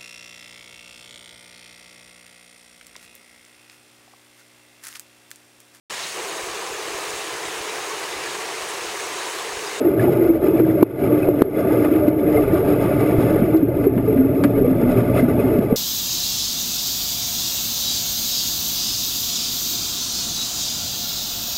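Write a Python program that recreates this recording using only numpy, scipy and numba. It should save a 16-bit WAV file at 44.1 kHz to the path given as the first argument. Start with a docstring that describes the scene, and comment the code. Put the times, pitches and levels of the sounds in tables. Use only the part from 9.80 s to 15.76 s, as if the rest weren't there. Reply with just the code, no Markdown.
"""A welding arc boils the water in a tank, where a diver works a metre from a submerged camera.
Big gas pockets gulp, bubbles ring and keep the arc's cavity humming, and fine ones fizz, all coloured
by the tank's resonances, while the plume rumbles below. Sharp snaps and short splutters cut in, several
like distortion clicks on loud bubbles, and faint, bright ticks cluster like a limiter's crackle.
Twice a gas pocket pops and the camera's limiter ducks. Its coarse sampling adds a glassy sizzle."""
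import sys
import numpy as np
from scipy import signal
from scipy.fft import rfft, irfft, next_fast_len
from scipy.io import wavfile
from numba import njit

SR = 44100
rng = np.random.default_rng(int(sys.argv[2]) if len(sys.argv) > 2 else 0)


def generate_wav(signal):
    """Clip the signal to [-1, 1] and save it as 16-bit WAV at the path in sys.argv[1]."""
    frames = np.transpose(np.atleast_2d(signal))
    scaled = np.clip(frames, -1, 1) * 32767
    pcm = np.round(scaled).astype(np.int16)
    wavfile.write(sys.argv[1], SR, pcm)


N = 262836
TIME = np.arange(N) / SR

# how hard the arc boils the water, as the fader of its fizz: (time [s], level [dB])
BOIL_LEVEL = [(0.0, -40.5), (0.16, -45), (0.2, -38), (0.52, -41.5), (1.48, -40.5), (1.52, -44), (2.04, -38),
              (2.4, -44.5), (2.52, -39.5), (3.48, -37), (3.88, -45.5), (5.0, -42), (5.16, -37),
              (5.28, -40.0), (5.4, -35.0), (5.48, -42), (5.64, -39), (5.96, -44.5)]
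# surges of big gas pockets: (time [s], level [dB])
POCKET_SURGES = [(0.0, -43), (0.24, -21), (0.52, -30.5), (0.88, -23), (2.0, -28), (3.6, -21), (3.76, -24.5),
                 (5.28, -21.5), (5.48, -22), (5.96, -25.5)]
# the gas cavity around the arc: (time [s], pitch [Hz], relative level [dB])
CAVITY_RING = [(0, 310, -9), (.3, 339, -1.5), (1.0, 315, 1), (1.45, 296, -2), (2.1, 312, -3),
               (2.8, 294, -5), (3.75, 312, -6.5), (4.35, 262, 3), (4.65, 282, -1), (5.0, 247, 1),
               (5.96, 256, -6)]
# the loudest single bubbles: (time [s], pitch [Hz], relative level [dB], t60 [s])
SOLO_BUBBLES = [(0.047, 341, -5, 0.1), (0.195, 1689, -18.5, 0.03), (0.28, 812, -17.5, 0.056),
                (0.503, 316, -2, 0.029), (0.717, 341.6, -6, 0.18), (0.799, 388, 0.5, 0.028),
                (1.429, 2535, -24, 0.037), (1.488, 395, 0, 0.018), (2.057, 320, -9, 0.07),
                (2.219, 592.6, -11, 0.24), (2.278, 299.5, -2, 0.086), (2.552, 440.7, -10, 0.2),
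                (2.569, 2100, -20.5, 0.06), (2.576, 706, -13.5, 0.05), (3.382, 114, -4.5, 0.036),
                (3.621, 213, 0, 0.035), (3.744, 320, -5.5, 0.22), (3.828, 287, -1.5, 0.096),
                (4.066, 393.6, 0, 0.078), (4.167, 206, -4, 0.044), (4.275, 432.3, -8, 0.17),
                (4.377, 265.3, -5, 0.26), (4.554, 280.8, -7, 0.27), (4.65, 287, -1.5, 0.05),
                (4.845, 481, -6.5, 0.068), (4.872, 260.5, -8, 0.22), (5.025, 243.4, -6, 0.14),
                (5.151, 118, -11.5, 0.37), (5.427, 245, -4, 0.094), (5.789, 221, -2.5, 0.036),
                (5.926, 218, 0, 0.028)]
# gas pockets popping at the electrode: (time [s], pitch [Hz], level [dB], swell time [s])
GAS_POPS = [(1.027, 321, 12.5, 0.004), (1.6193, 336, 11.5, 0.0019)]
# sharp snaps and short splutters: (time [s], splutter level [dB], splutter t60 [s], snap level [dB])
SNAPS = [(.795, -28.5, 0.079, -55), (1.028, -28, 0.018, -35), (1.621, -19, 0.023, -35),
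         (2.048, -26, 0.059, -49), (2.16, -28.5, .04, -45), (2.284, -30, .04, -41), (2.526, -39, .03, -44),
         (3.768, -43, 0.033, -42), (4.04, -32.5, 0.11, -52), (4.177, -31.5, 0.11, -63),
         (4.372, -34, 0.14, -55), (4.6374, -19, 0.085, -30.5), (5.788, -35, 0.027, -45)]
# tone of the splutters: (frequency [Hz], gain [dB])
SPLUTTER_EQ = [(300, -22), (900, 8.5), (1300, 10.5), (2400, 5.5), (3400, -13), (5000, -19.5), (6000, -34)]
# the tank rumbling under the plume: (time [s], relative level [dB])
RUMBLE_LEVEL = [(0, -47), (0.6, -44.5), (1.7, -48.5), (2.6, -37), (3.0, -44), (3.4, -42), (3.8, -42.5),
                (5.3, -37.5), (5.96, -44)]
# the path through water and camera housing: (frequency [Hz], gain [dB])
WATER_EQ = [(45, -23.5), (60, -19.5), (90, -14), (190, -8), (290, -0.5), (450, 1.5), (505, -13),
            (560, -11.5), (700, -17), (790, -32), (1000, -35.5), (1850, -31), (2700, -31.5), (4000, -48.5),
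            (5200, -45), (6000, -60.5)]
# resonances of tank and housing: (frequency [Hz], width [Hz], boost [dB])
TANK_MODES = [(117.3, 8.7, 11), (382.2, 9.2, 5), (591.4, 51, 5), (868.4, 60, 12.5), (1172, 47, 13.5),
              (1266, 41, 7.5), (1435, 67, 7), (2068, 93, 11.5), (2270, 59, 7), (2532, 44, 7.5),
              (3464, 77, 11), (4800, 110, 1)]


def boiling(boil_db):
    """The arc's gurgle: big pockets surge, smaller bubbles ride the boil, medium ones ring the cavity."""
    pocket_db, = curves(POCKET_SURGES)
    swell_db = boil_db - boil_db.mean()
    pockets = swarm(lo_hz=89.5, hi_hz=206.6, per_s=200, cycles=5.1, scatter_db=1.0, rise=0.057)
    medium = swarm(lo_hz=199.1, hi_hz=493, per_s=260, cycles=17.3, scatter_db=1.27, rise=0.042)
    small = swarm(lo_hz=483, hi_hz=952.5, per_s=480, cycles=23.7, scatter_db=2.25, rise=0.041)
    glugs = swarm(lo_hz=228.8, hi_hz=729.6, per_s=24, cycles=38.6, scatter_db=1.5, rise=0.026)
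    gurgle = (undb(-20.5) * medium + undb(-27) * glugs) * undb(0.31 * swell_db)
    hum = undb(-18.5) * cavity(medium, width_hz=14)
    return pockets * undb(pocket_db) + gurgle + hum + small * undb(-25 + 0.57 * swell_db)


def bubble(hz, t60, rise):
    """A bubble pinches off and rings down, peak 1; its pitch lifts by the share `rise` as it floats up."""
    t = np.arange(int(t60 * SR)) / SR
    age = np.log(1000) * t / t60
    envelope = (np.exp(-age) - np.exp(-4 * age)) / .47
    return envelope * np.sin(2 * np.pi * hz * t * (1 + rise * t / t60 / 2))


def swarm(lo_hz, hi_hz, per_s, cycles, scatter_db, rise):
    """A stream of bubbles, each ringing for about `cycles` periods, heard through the tank; rms 1."""
    out = np.zeros(N)
    for k, (late, pitch, length, force) in enumerate(rng.random((int(per_s * N / SR), 4))):
        start = (k + 4 * late - 2) / per_s
        hz = lo_hz * (hi_hz / lo_hz) ** pitch
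        t60 = cycles * (.5 + length) / hz
        accent_db = -scatter_db * np.log(1 - .98 * force)  # most are soft, a few stand out
        add(out, start, hz * undb(accent_db) * bubble(hz, t60, rise))
    return unit(colour(band(out, lo_hz, hi_hz), WATER_EQ, TANK_MODES))


def cavity(push, width_hz):
    """The gas cavity around the arc rings when bubbles leave it; its pitch sinks as it grows."""
    hz, db = curves(CAVITY_RING)
    carrier = np.exp(2j * np.pi * np.cumsum(hz) / SR)
    pole = np.exp(-np.pi * width_hz / SR)
    # shift down, low-pass, shift back: a resonance that glides with the pitch
    ring = carrier * signal.lfilter([1 - pole], [1, -pole], push / carrier)
    return unit(ring.real) * undb(db)


def solo_bubbles():
    """Single bubbles ring out above the stream."""
    out = np.zeros(N)
    for start, hz, db, t60 in SOLO_BUBBLES:
        add(out, start, undb(db - 2) * bubble(hz, t60, rise=0.016))
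    return out


def pops():
    """A gas pocket bursts: a few violent swings that build up and die at once."""
    out, t = np.zeros(N), np.arange(SR // 10) / SR
    for start, hz, db, swell_s in GAS_POPS:
        envelope = (t / swell_s * np.exp(1 - t / swell_s)) ** 2
        add(out, start, -undb(db) * envelope * np.sin(2 * np.pi * hz * t))
    return out


def snaps(snap_t60=0.048):
    """Sharp snaps over short, duller splutters; several sound like distortion clicks on loud bubbles."""
    splutter_env, snap_env = np.zeros(N), np.zeros(N)
    for start, splutter_db, splutter_t60, snap_db in SNAPS:
        add(splutter_env, start, undb(splutter_db) * decay(splutter_t60))
        add(snap_env, start, undb(snap_db) * decay(snap_t60))
    dull_noise = unit(colour(rng.standard_normal(N), SPLUTTER_EQ))
    return splutter_env * dull_noise + snap_env * noise(2000, 5330)


def fizz(boil_db):
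    """Thousands of tiny bubbles a second merge into a fizz that swells with the boil; a few ping out."""
    coarse = swarm(lo_hz=925, hi_hz=1810, per_s=1100, cycles=29, scatter_db=3.0, rise=0.036)
    fine = swarm(lo_hz=1809, hi_hz=5645, per_s=3400, cycles=47, scatter_db=3.5, rise=0.025)
    pings = swarm(lo_hz=1497, hi_hz=2700, per_s=7, cycles=60, scatter_db=1.0, rise=0.02)
    return undb(boil_db) * (undb(3) * coarse + undb(-2) * fine + undb(-13) * pings)


def crackle(boil_db, per_s=1200):
    """Faint, bright ticks in irregular clusters, like a limiter's crackle; louder as the boil swells."""
    clusters = undb(1.6 * np.clip(noise(6.6, 26), -2, 2))
    accents = undb(np.minimum(rng.exponential(size=N), np.pi))
    ticks = (rng.random(N) < per_s / SR) * accents * clusters
    level_db = -55.5 + 1.15 * (boil_db - boil_db.mean())
    return undb(level_db) * unit(band(smear(ticks, t60=0.018), 2200, 5320))


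def rumble():
    """The low bed: the rising plume heaves the water and shakes the tank, and its largest pockets thud."""
    db, = curves(RUMBLE_LEVEL)
    heave = noise(26, 34)
    thuds = swarm(lo_hz=55, hi_hz=94.4, per_s=120, cycles=3.9, scatter_db=3.5, rise=0.074)
    return (heave + undb(7.5) * thuds) * undb(db)


def smear(x, t60):
    """Give every tick a short, dense tail; rms 1."""
    envelope = decay(t60)
    tail = rng.standard_normal(len(envelope)) * envelope
    return unit(signal.fftconvolve(x, tail)[:N])


def colour(x, eq, modes=()):
    """Filter by an EQ curve with resonant peaks standing on it."""
    size = next_fast_len(N + SR // 2)
    f = np.maximum(np.fft.rfftfreq(size, 1 / SR), 1)
    hz, db = np.transpose(eq)
    response = undb(np.interp(np.log(f), np.log(hz), db))
    for centre, width, boost_db in modes:
        detune = (f / centre - centre / f) * centre / width
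        response = response * (1 + (undb(boost_db) - 1) / (1 + 1j * detune))
    return irfft(rfft(x, size) * response, size)[:N]


def band(x, lo_hz, hi_hz):
    """Steep band-pass."""
    return signal.sosfilt(signal.butter(6, [lo_hz, hi_hz], "band", fs=SR, output="sos"), x)


def noise(lo_hz, hi_hz):
    """A band of noise; rms 1."""
    return unit(band(rng.standard_normal(N), lo_hz, hi_hz))


def decay(t60):
    """A 0.2 s envelope that falls 60 dB every t60 seconds."""
    t = np.arange(SR // 5) / SR
    return np.exp(-np.log(1000) * t / t60)


def curves(table):
    """Join timed breakpoints by straight lines; one curve for each column after the time."""
    times, *columns = np.transpose(table)
    return [np.interp(TIME, times, column) for column in columns]


def add(out, start, sound):
    """Mix a sound in at a time in seconds."""
    i = int(np.clip(start * SR, 0, N - 1))
    out[i:i + len(sound)] += sound[:N - i]


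def undb(db):
    """Decibels to gain."""
    return 10 ** (np.asarray(db) / 20)


def unit(x):
    """Scale to rms 1."""
    return x / np.sqrt(np.mean(x ** 2))


@njit
def limiter(x, ceiling, attack_s, hold_s, release_db_per_s):
    """Duck while the output overshoots, hold, then let the gain climb back."""
    y, gain, wait = np.empty(len(x)), 1., 0.
    climb = 10 ** (release_db_per_s / 20 / SR)
    for i in range(len(x)):
        y[i] = gain * x[i]
        if abs(y[i]) > ceiling:
            gain *= (ceiling / abs(y[i])) ** (1 / (attack_s * SR))
            wait = hold_s
        elif wait > 0:
            wait -= 1 / SR
        else:
            gain = min(1., gain * climb)
    return y


def scene():
    """The mono mix: gurgle, fizz and crackle ride the gulping boil over the rumble; accents on top."""
    boil_db, = curves(BOIL_LEVEL)
    boil_db += 1.16 * noise(4.03, 12.2)  # gas leaves in gulps several times a second
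    bed = rumble() + boiling(boil_db) + fizz(boil_db) + crackle(boil_db)
    return (bed + solo_bubbles() + pops() + snaps())[None]


def record(dry):
    """The camera limits, samples coarsely, clips peaks and holds each sample, adding a glassy sizzle."""
    camera_hz, top_hz, repeats = 12000, 15300, 4
    limited = limiter(dry[0], ceiling=0.46, attack_s=0.0023, hold_s=0.088, release_db_per_s=113.0)
    coarse = np.clip(signal.resample_poly(limited, camera_hz, SR), -.95, .95)
    held = np.repeat(coarse, repeats)  # mirrors the spectrum around the camera's sampling rate
    glassy = signal.resample_poly(held, SR, repeats * camera_hz)[:N]
    high_cut = signal.ellip(12, .1, 100, top_hz, fs=SR, output="sos")
    return signal.sosfilt(high_cut, glassy)[None]


dry = scene()
out = record(dry)
generate_wav(out)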